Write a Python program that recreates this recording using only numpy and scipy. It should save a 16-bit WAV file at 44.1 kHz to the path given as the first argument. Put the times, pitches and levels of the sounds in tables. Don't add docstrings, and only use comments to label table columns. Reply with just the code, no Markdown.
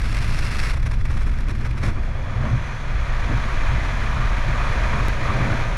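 import sys
import numpy as np
from scipy import signal
from scipy.fft import rfft, irfft
from scipy.io import wavfile
from scipy.ndimage import uniform_filter1d

SR = 44100
rng = np.random.default_rng(int(sys.argv[2]) if len(sys.argv) > 2 else 0)


def generate_wav(sig):
    pcm = np.round(np.clip(np.atleast_2d(sig).T, -1, 1) * 32767).astype(np.int16)
    wavfile.write(sys.argv[1], SR, pcm)


N = 254456
TIME = np.arange(N) / SR
HZ = np.maximum(np.fft.rfftfreq(N, 1 / SR), 1)

# (time [s], level [dB], length [s])
EDDY_BURSTS = [(1.49, -32.5, 0.021), (1.845, -30.5, 0.021), (1.88, -33, 0.059), (1.98, -32.5, 0.032),
               (2.46, -31.5, 0.076), (2.53, -39, 0.044), (3.32, -26.5, 0.044), (5.0, -34, 0.057),
               (5.3, -47, 0.039), (5.46, -32.5, 0.1)]
# (time [s], flutter level [dB], moan level [dB], length [s])
FLUTTER_AND_MOAN = [(.35, -40.5, -52, 1), (1.57, -36.5, -61, 0.41), (1.872, -29, -54, 0.062),
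                    (2.285, -46, -41.5, 0.43), (3.95, -39, -49, 0.64), (4.9, -39.5, -41, 0.73),
                    (5.45, -31, -34, 0.33)]


def buffet():
    # (time [s], relative level [dB])
    strength = [(0, -21), (.22, -21), (.8, -21), (1.22, -19), (1.56, -23.5), (1.95, -21), (2.28, -25.5),
                (2.46, -21), (2.74, -30.5), (2.92, -21), (3.34, -20.5), (3.45, -23.5), (3.7, -19),
                (3.9, -23.5), (4.06, -21), (5.0, -21.5), (5.77, -22.5)]
    # (frequency [Hz], relative density [dB])
    spectrum = [(5, -11), (12, -1.5), (22, 2), (34, -1), (50, -2), (70, -9), (100, -14.5), (150, -28),
                (300, -46.5), (600, -102)]
    return from_db(in_time(strength) + 1.53) * evened(noise(colour(spectrum)), span_s=0.026, share=0.59)


def throb():
    # (time [s], relative level [dB], length [s])
    drives = [(.32, -27.5, 0.31), (.92, -27, 0.16), (1.68, -28, 0.18), (1.87, -22.5, 0.051),
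              (2.41, -22.5, 0.063), (2.54, -17, 0.074), (3.34, -22, 0.087), (3.74, -23.5, 0.051),
              (4.2, -23.5, 0.085), (4.5, -22.5, 0.068), (4.71, -22.5, 0.044), (5.0, -25.5, 0.17),
              (5.47, -20.5, .22)]
    gain = from_db(-2) * np.hypot(from_db(-31.5), swells(drives))
    return gain * evened(noise(resonance(hz=116.6, width_hz=19.5)), span_s=0.051, share=0.9)


def flutter():
    # (frequency [Hz], relative density [dB])
    spectrum = [(80, 5), (150, -11.5), (185, -3), (225, 1), (260, -6.5), (340, -7.5), (450, -15),
                (800, -34), (2000, -55), (5000, -70)]
    rises = swells([(s, db, length) for s, db, _, length in FLUTTER_AND_MOAN])
    gain = np.hypot(from_db(flow_db(-40.5, follows=0.12)), rises)
    eddies = evened(noise(colour(spectrum)), span_s=0.07, share=0.6)
    return gain * from_db(2.4 * drift(50)) * eddies


def roar(churn):
    # (frequency [Hz], relative density [dB])
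    spectrum = [(200, -11), (450, -9), (520, -5), (630, -2.5), (750, -3.5), (830, -9), (940, 1),
                (1060, -2.5), (1210, .5), (1370, -4), (1470, -1.5), (1700, -1.5), (2200, -5), (2430, -3.5),
                (2800, -19), (3600, -29)]
    gain = np.hypot(from_db(flow_db(-32, follows=1)), 0.28 * swells(EDDY_BURSTS))
    return gain * from_db(0.93 + churn + 0.33 * drift(100)) * noise(colour(spectrum))


def slipstream(churn, pressure):
    # (frequency [Hz], relative density [dB])
    spectrum = [(400, -8), (800, -10.5), (1200, -2), (2000, -1), (2700, -3), (3050, -13), (3450, -10),
                (3850, -11.5), (4200, -9), (4700, -12), (5400, -10), (6200, -18), (8000, -21.5),
                (10100, -20.5), (10900, -25.5), (12200, -29), (12900, -37), (15300, -44)]
    leaned_s, let_go_s, release_s, wake_end_s = 0.38, 0.706, 0.045, 1.97
    lean_db_per_s, fade_db_per_s = 13, 27
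    door_db = -37.86 + lean_db_per_s * np.minimum(TIME, leaned_s)
    wake_db = -49.86 - fade_db_per_s * np.maximum(TIME - wake_end_s, 0)
    flapping_db = 2.4 * drift(70)
    gone = np.clip((TIME - let_go_s) / release_s, 0, 1)
    level_db = (1 - gone) * door_db + gone * (wake_db + flapping_db)
    tearing_db = 0.88 * churn + 1.66 * drift(140) - 0.77 * pressure
    return from_db(level_db + tearing_db) * crackle(colour(spectrum), per_s=16000)


def gusts():
    # (time [s], relative level [dB], length [s])
    hits = [(.65, -44.5, 0.078), (.74, -41, 0.011), (.772, -45, 0.012), (.831, -47, .009),
            (.866, -41, 0.013), (.917, -41, 0.0066), (.938, -46.5, 0.013), (1.013, -49, 0.008),
            (1.055, -43.5, 0.008), (1.11, -45, 0.016), (1.15, -52, 0.13), (1.174, -44, 0.012),
            (1.219, -46, 0.015), (1.273, -47, 0.019), (1.297, -48, 0.0055), (1.34, -51, 0.0042),
            (1.388, -47.5, 0.0049), (1.408, -44.5, 0.0064), (1.486, -40.5, 0.0035), (1.496, -44, 0.0064),
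            (1.509, -43.5, 0.0096), (1.554, -48.5, .008), (1.613, -49, 0.0097), (1.657, -44.5, 0.017),
            (1.783, -45.5, 0.011), (1.838, -39.5, 0.018), (1.858, -41, 0.023), (1.885, -43.5, 0.024)]
    # (frequency [Hz], relative density [dB])
    spectrum = [(200, 5.5), (700, -1), (1200, 4.5), (2300, 2), (3000, -9), (4100, -8.5), (4700, -14.5),
                (5450, -9), (6200, -15), (7700, -19.5), (9300, -21.5), (10150, -17), (10800, -29),
                (12000, -28), (15300, -46)]
    rasp = evened(crackle(colour(spectrum), per_s=9000), span_s=0.0059, share=0.41)
    return from_db(10) * swells(hits, rise_share=0.4) * rasp


def bursts():
    # (frequency [Hz], relative density [dB])
    spectrum = [(130, -2.5), (210, 10.5), (300, 3.5), (450, -8), (650, -3.5), (820, -29), (1000, -6.5),
                (1500, -11), (2400, -28), (3500, -50)]
    return swells(EDDY_BURSTS) * evened(noise(colour(spectrum)), span_s=0.033, share=0.12)


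def surges():
    # (time [s], level [dB], length [s])
    turns = [(2.45, -41, 0.22), (3.5, -37.5, 0.11), (4.22, -35, 0.15), (4.62, -30.5, 0.11),
             (5.0, -33, 0.068), (5.3, -28, 0.039)]
    return swells(turns) * noise(resonance(hz=1150, width_hz=160))


def moan():
    rises = swells([(s, db, length) for s, _, db, length in FLUTTER_AND_MOAN])
    gain = np.hypot(from_db(flow_db(-46, follows=0.78)), rises)
    return gain * evened(noise(resonance(hz=589, width_hz=185)), span_s=0.1, share=0.41)


def hiss(churn):
    # (frequency [Hz], relative density [dB])
    spectrum = [(2000, -0.5), (2830, -2), (3000, 0), (3600, -2.5), (4150, -3), (4800, -9), (6100, -8.5),
                (7000, -11.5), (7450, -19.5), (9700, -20), (11300, -25), (12800, -36), (13700, -32),
                (15300, -42)]
    level_db = np.minimum(flow_db(-41.17, follows=1.1), -39.67)
    return from_db(level_db + 0.36 * churn + 0.5 * drift(80)) * noise(colour(spectrum))


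def whistle():
    # (frequency [Hz], half-width [Hz], relative level in the flow [dB], out of it [dB])
    modes = [(3392, 46, 3, 6.5), (6140, 95, -2.5, -20), (8425, 50, -16.5, -25)]
    start_s, end_s = 2.43, 2.86
    in_flow = uniform_filter1d(((TIME > start_s) & (TIME < end_s)) * 1., size=4000)
    tones = sum(from_db(off_db + (on_db - off_db) * in_flow) * noise(resonance(hz, width))
                for hz, width, on_db, off_db in modes)
    return from_db(flow_db(-61, follows=0.55) + 5 * in_flow) * tones


def pop(relax_s=0.0026):
    # (time [s], pressure step [full scale])
    steps = [(5.084, -0.25)]
    return sum(step * (TIME >= s) * np.exp(-abs(TIME - s) / relax_s) for s, step in steps)


def flow_db(settled_db, follows):
    # (time [s], relative level [dB])
    flow = [(0, -41), (.66, -43), (.8, -45.5), (1.35, -44.5), (2.15, -41.5), (2.5, -36.5), (2.68, -37),
            (2.95, -36.5), (3.15, -34), (3.55, -32), (4.4, -32), (4.95, -29.5), (5.2, -32.5), (5.3, -29),
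            (5.55, -30.5), (5.77, -33)]
    settled_flow_db = -32
    return settled_db + follows * (in_time(flow) - settled_flow_db)


def swells(rows, rise_share=0.58):
    power = np.zeros(N)
    for s, db, length in rows:
        since = TIME - s + (0.5 - rise_share) * length / 2
        span = length * np.where(since < 0, rise_share, 1 - rise_share)
        bell = np.exp2(-np.minimum((since / span) ** 2, 60))
        power = np.maximum(power, from_db(db) ** 2 * bell)
    return np.sqrt(power)


def noise(gain):
    return rms_one(irfft(rfft(rng.standard_normal(N)) * gain, N))


def crackle(gain, per_s):
    snaps = rng.standard_normal(N) * (rng.random(N) < per_s / SR)
    return rms_one(irfft(rfft(snaps) * gain, N))


def drift(rate_hz):
    return noise(1 / (1 + (HZ / rate_hz) ** 2))


def colour(points):
    hz, db = np.transpose(points)
    skirts = np.minimum(HZ / hz[0], 1) ** 2 * np.minimum(hz[-1] / HZ, 1) ** 4
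    return from_db(np.interp(np.log(HZ), np.log(hz), db)) * skirts


def resonance(hz, width_hz):
    return 1 / (1 + ((HZ ** 2 - hz ** 2) / (HZ * width_hz * 2)) ** 2)


def evened(x, span_s, share):
    size = int(span_s * SR)
    power = uniform_filter1d(uniform_filter1d(x ** 2, size), size)
    return rms_one(x / (power + 1e-9) ** (share / 2))


def in_time(rows):
    return np.interp(TIME, *np.transpose(rows))


def from_db(db):
    return 10 ** (np.asarray(db) / 20)


def rms_one(x):
    return x / np.sqrt(np.mean(x ** 2) + 1e-20)


def scene():
    rumble = buffet() + throb() + flutter()
    churn = drift(65)
    free_fall = roar(churn) + moan() + hiss(churn) + surges()
    rush = free_fall + slipstream(churn, rms_one(rumble))
    shelter = from_db(-5.5 * swells([(1.032, 0, 0.017)]))
    return (rumble + shelter * rush + gusts() + bursts() + whistle() + pop())[None]


def record(dry):
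    ceiling, cutoff_hz = 0.41, 15400
    rounded = dry / (1 + (dry / ceiling) ** 6) ** (1 / 6)
    return signal.sosfilt(signal.ellip(10, .1, 80, cutoff_hz, fs=SR, output="sos"), rounded)


dry = scene()
out = record(dry)
generate_wav(out)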